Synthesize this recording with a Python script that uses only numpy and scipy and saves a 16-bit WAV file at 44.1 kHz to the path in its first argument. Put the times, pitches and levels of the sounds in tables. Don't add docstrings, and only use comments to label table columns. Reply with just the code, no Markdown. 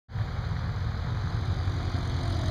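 import sys
import numpy as np
from scipy import signal
from scipy.fft import rfft, irfft, next_fast_len
from scipy.io import wavfile
from scipy.ndimage import uniform_filter1d, map_coordinates

SR = 44100
rng = np.random.default_rng(int(sys.argv[2]) if len(sys.argv) > 2 else 0)


def ratio_of_db(decibels):
    return 10 ** (np.asarray(decibels, float) / 20)


def store_pcm(level_fs):
    pcm = np.round(np.clip(level_fs, -1, 1) * 32767).astype(np.int16)
    wavfile.write(sys.argv[1], SR, np.atleast_2d(pcm).T)


N = 110250
T = np.arange(N) / SR


def unit(x):
    return x / np.sqrt(np.mean(x ** 2) + 1e-20)


def curve(rows):
    return np.interp(T, *np.transpose(rows))


def wobble(rate_hz):
    coarse = T[::64]
    points = rng.standard_normal(int(N * rate_hz / SR) + 4)
    return np.interp(T, coarse, map_coordinates(points, [coarse * rate_hz]))


def filtered(x, response):
    m = next_fast_len(N + 8192)
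    return irfft(rfft(x, m) * response(np.fft.rfftfreq(m, 1 / SR)), m)[..., :N]


def low_pass(x, corner_hz, order):
    return filtered(x, lambda hz: 1 / (1 + (hz / corner_hz) ** order))


def rush(points, patchy_db):
    z = signal.stft(rng.standard_normal(N), nperseg=512)[2]
    patches = uniform_filter1d(rng.standard_normal(z.shape), 8, 0)
    patches = uniform_filter1d(patches, 4, 1)
    x = signal.istft(z * ratio_of_db(patchy_db * unit(patches)), nperseg=512)[1][:N]
    f, db = np.transpose(points)
    return unit(filtered(x, lambda hz: ratio_of_db(np.interp(np.log(hz + 1), np.log(f), db, -120, -120))))


def gate(turns, start, share, edge, scatter_db):
    u = turns - start + 1
    sizes = ratio_of_db(scatter_db * rng.standard_normal(200))[u.astype(int)]
    return sizes * np.clip(np.minimum(u % 1, share - u % 1) / edge, 0, 1)


def tone(turns, db, wobble_db, wander):
    level = ratio_of_db(db + wobble_db * wobble(5.88))
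    return np.sqrt(2) * level * np.cos(2 * np.pi * turns + wander * wobble(8))


# (f/Hz, level/dB per Hz)
HISS_COLOUR = [(3000, 0), (11500, 0), (13000, -3), (16000, -4)]
# (f/Hz, level/dB rms)
WHINE_TONES = [(11538, -83), (13966, -84), (14566, -85.5)]


def camera_noise():
    frame_hz, mains_hz = 29.97, 59.94
    hiss = ratio_of_db(-69) * rush(HISS_COLOUR, patchy_db=1.5)
    whine = sum(tone(hz * T, db, wobble_db=1.5, wander=.1) for hz, db in WHINE_TONES)
    whine = whine * unit(gate(frame_hz * T, start=.33, share=.5, edge=.12, scatter_db=1))
    clicks = np.diff((mains_hz * T + 1 - .62).astype(int), prepend=0)
    buzz = unit(filtered(clicks, lambda hz: np.exp(-((hz - 8000) / 600) ** 2)))
    return hiss + whine, ratio_of_db(-91) * buzz


# (f/Hz, level/dB rms)
IDLING_TONES = [(54.3, -42.5), (67.7, -45.5), (102.2, -40), (108.5, -45.5), (135.4, -47), (163, -46),
                (217, -53.5)]
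# (f/Hz, level/dB per Hz)
RUMBLE_COLOUR = [(12, -20), (25, -5), (45, -8.5), (110, 10), (170, -3), (260, -15), (500, -44)]
# (f/Hz, level/dB per Hz)
AIR_COLOUR = [(200, -19), (480, 0), (680, -3), (1200, -0.5), (2000, -4.5), (4300, -11.5), (7500, -25.5),
              (10000, -41)]


def airfield():
    hum = sum(tone(hz * T + rng.random(), db, wobble_db=1.5, wander=.74) for hz, db in IDLING_TONES)
    rumble = ratio_of_db(-35.5 + .88 * wobble(6.9)) * rush(RUMBLE_COLOUR, patchy_db=.9)
    air = ratio_of_db(-42.5 + .27 * wobble(5.4)) * rush(AIR_COLOUR, patchy_db=1.0)
    return hum + rumble + air


# (multiple of its turning speed, level/dB rms)
PARKED_TONES = [(1, -44.5), (2, -38), (3, -38), (4, -47)]
# (f/Hz, level/dB per Hz)
TICK_COLOUR = [(400, -23), (900, -11.5), (1400, 10), (2200, -6.5), (4000, -24)]


def parked_engine():
    turns = 39.62 * T
    drone = sum(tone(k * (turns - .518), db, wobble_db=.7, wander=.15) for k, db in PARKED_TONES)
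    strong = gate(turns, start=.43, share=.08, edge=.025, scatter_db=1.5)
    weak = gate(turns + .5, start=.43, share=.08, edge=.025, scatter_db=1.5)
    ticks = (strong + ratio_of_db(-9) * weak) * rush(TICK_COLOUR, patchy_db=0)
    return drone + ratio_of_db(-50.5) * unit(ticks)


# (f/Hz, level/dB per Hz)
WASH_COLOUR = [(120, -34), (250, 3.5), (400, -5), (900, -8.5), (2000, -9), (4200, -7.5), (6000, -11.5),
               (10000, -39)]


def slipstream(near_db, beat_db):
    return ratio_of_db(-43 + near_db + beat_db) * rush(WASH_COLOUR, patchy_db=2.0)


# (f/Hz, level/dB per Hz)
SIZZLE_COLOUR = [(2000, -13), (3000, 5), (8500, -14), (12000, -23.5), (15500, -26)]


def sizzle(near_db, beat_db):
    return ratio_of_db(-49 + 3.4 * near_db + beat_db) * rush(SIZZLE_COLOUR, patchy_db=3.5)


# (t/s, delay/ms)
GRASS_DELAY = [(.1, .68), (.6, .71), (1.5, .79), (2.5, 1.02)]


def grass_echo(wash):
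    late = map_coordinates(wash, [np.arange(N) - curve(GRASS_DELAY) * SR / 1000])
    return ratio_of_db(-1) * low_pass(late, corner_hz=2500, order=2)


# (t/s, f/Hz)
SLIDING_PITCH = [(.1, 950), (1.2, 830), (1.5, 765), (2, 710), (2.5, 655)]


def sliding_band(near_db):
    breath_a = low_pass(rng.standard_normal(N), corner_hz=50, order=2)
    breath_b = low_pass(rng.standard_normal(N), corner_hz=50, order=2)
    swing = 2 * np.pi * np.cumsum(curve(SLIDING_PITCH)) / SR
    ring = breath_a * np.sin(swing) + breath_b * np.cos(swing)
    return ratio_of_db(-46.5 + 2.2 * near_db) * unit(ring)


CHUFF_START = .6
# (f/Hz, width/Hz, level/dB, growth per dB of nearness)
CHUFF_BANDS = [(4000, 340, -57, 1.1), (6220, 850, -55, 1.5), (8740, 1040, -61, 3)]


def chuffs(turns, near_db):
    skirt_db = -11.5
    out = 0
    for hz, width, db, grows in CHUFF_BANDS:
        band = [(hz - 3 * width, 3 * skirt_db), (hz - width, skirt_db), (hz, 0),
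                (hz + width, skirt_db), (hz + 3 * width, 3 * skirt_db)]
        puffs = gate(turns, CHUFF_START, share=.33, edge=.04, scatter_db=2.2)
        whistle = unit(puffs * rush(band, patchy_db=3))
        out = out + ratio_of_db(db + grows * near_db) * whistle
    return out


# (multiple of shaft speed, level/dB rms, growth per dB of nearness)
PLANE_TONES = [(1, -41.5, 1.5), (2, -33, 0.82), (3, -40.5, 1), (4, -56.5, 2.5), (5, -52, 1), (6, -48, 2.5),
               (7, -50, 2.5), (8, -50.5, 1.48), (9, -62.5, 0), (10, -63.5, -0.7), (14, -64, 3.5),
               (15, -58, 0), (16, -59.5, 0)]


def engine_tones(turns, near_db):
    out = 0
    for k, db, grows in PLANE_TONES:
        phase = k * (turns - .9 - .03 * k)
        out = out + tone(phase, db + grows * near_db, wobble_db=1.6, wander=.13 * k)
    return out


# (t/s, f/Hz)
SHAFT_SPEED = [(.3, 48.4), (.6, 47.9), (.9, 46.7), (1.2, 45.9), (1.5, 45.55), (1.8, 45.1), (2.1, 44.5),
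               (2.4, 44.05)]
# (t/s, level/dB)
NEARNESS = [(.1, -10), (.5, -7), (.9, -7.5), (1.3, -4), (1.6, -2), (1.9, -1), (2.2, 0), (2.5, 1.5)]


def plane():
    turns = np.cumsum(curve(SHAFT_SPEED)) / SR
    near_db = curve(NEARNESS)
    beat_db = 1.5 * np.cos(2 * np.pi * (turns - CHUFF_START - .2)) + .37 * wobble(4.27)
    wash = slipstream(near_db, beat_db)
    wind = wash + grass_echo(wash) + sizzle(near_db, beat_db)
    bands = sliding_band(near_db) + chuffs(turns, near_db)
    return wind + bands + engine_tones(turns, near_db)


def scene():
    return (airfield() + parked_engine() + plane())[None]


# (f/Hz, width/Hz, depth/dB)
CAMERA_NOTCHES = [(2713, 750, -33), (5491, 520, -32), (7881, 900, -32), (10920, 650, -50)]


def camera_response(hz):
    gain = np.where(hz > 5020, ratio_of_db(-4), 1)
    for centre, width, db in CAMERA_NOTCHES:
        away = (hz - centre) ** 2
        gain = gain * np.sqrt((away + (ratio_of_db(db) * width) ** 2) / (away + width ** 2))
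    return gain


def top_cut(x):
    return signal.sosfilt(signal.butter(12, 15220, fs=SR, output="sos"), x)


def record(dry):
    open_s, fade_s = .084, .11
    own, buzz = camera_noise()
    fade = np.clip((T - open_s) / fade_s, 0, 1) ** .89
    mix = (filtered(dry + own, camera_response) + buzz) * fade
    return top_cut(mix)


dry = scene()
out = record(dry)
store_pcm(out)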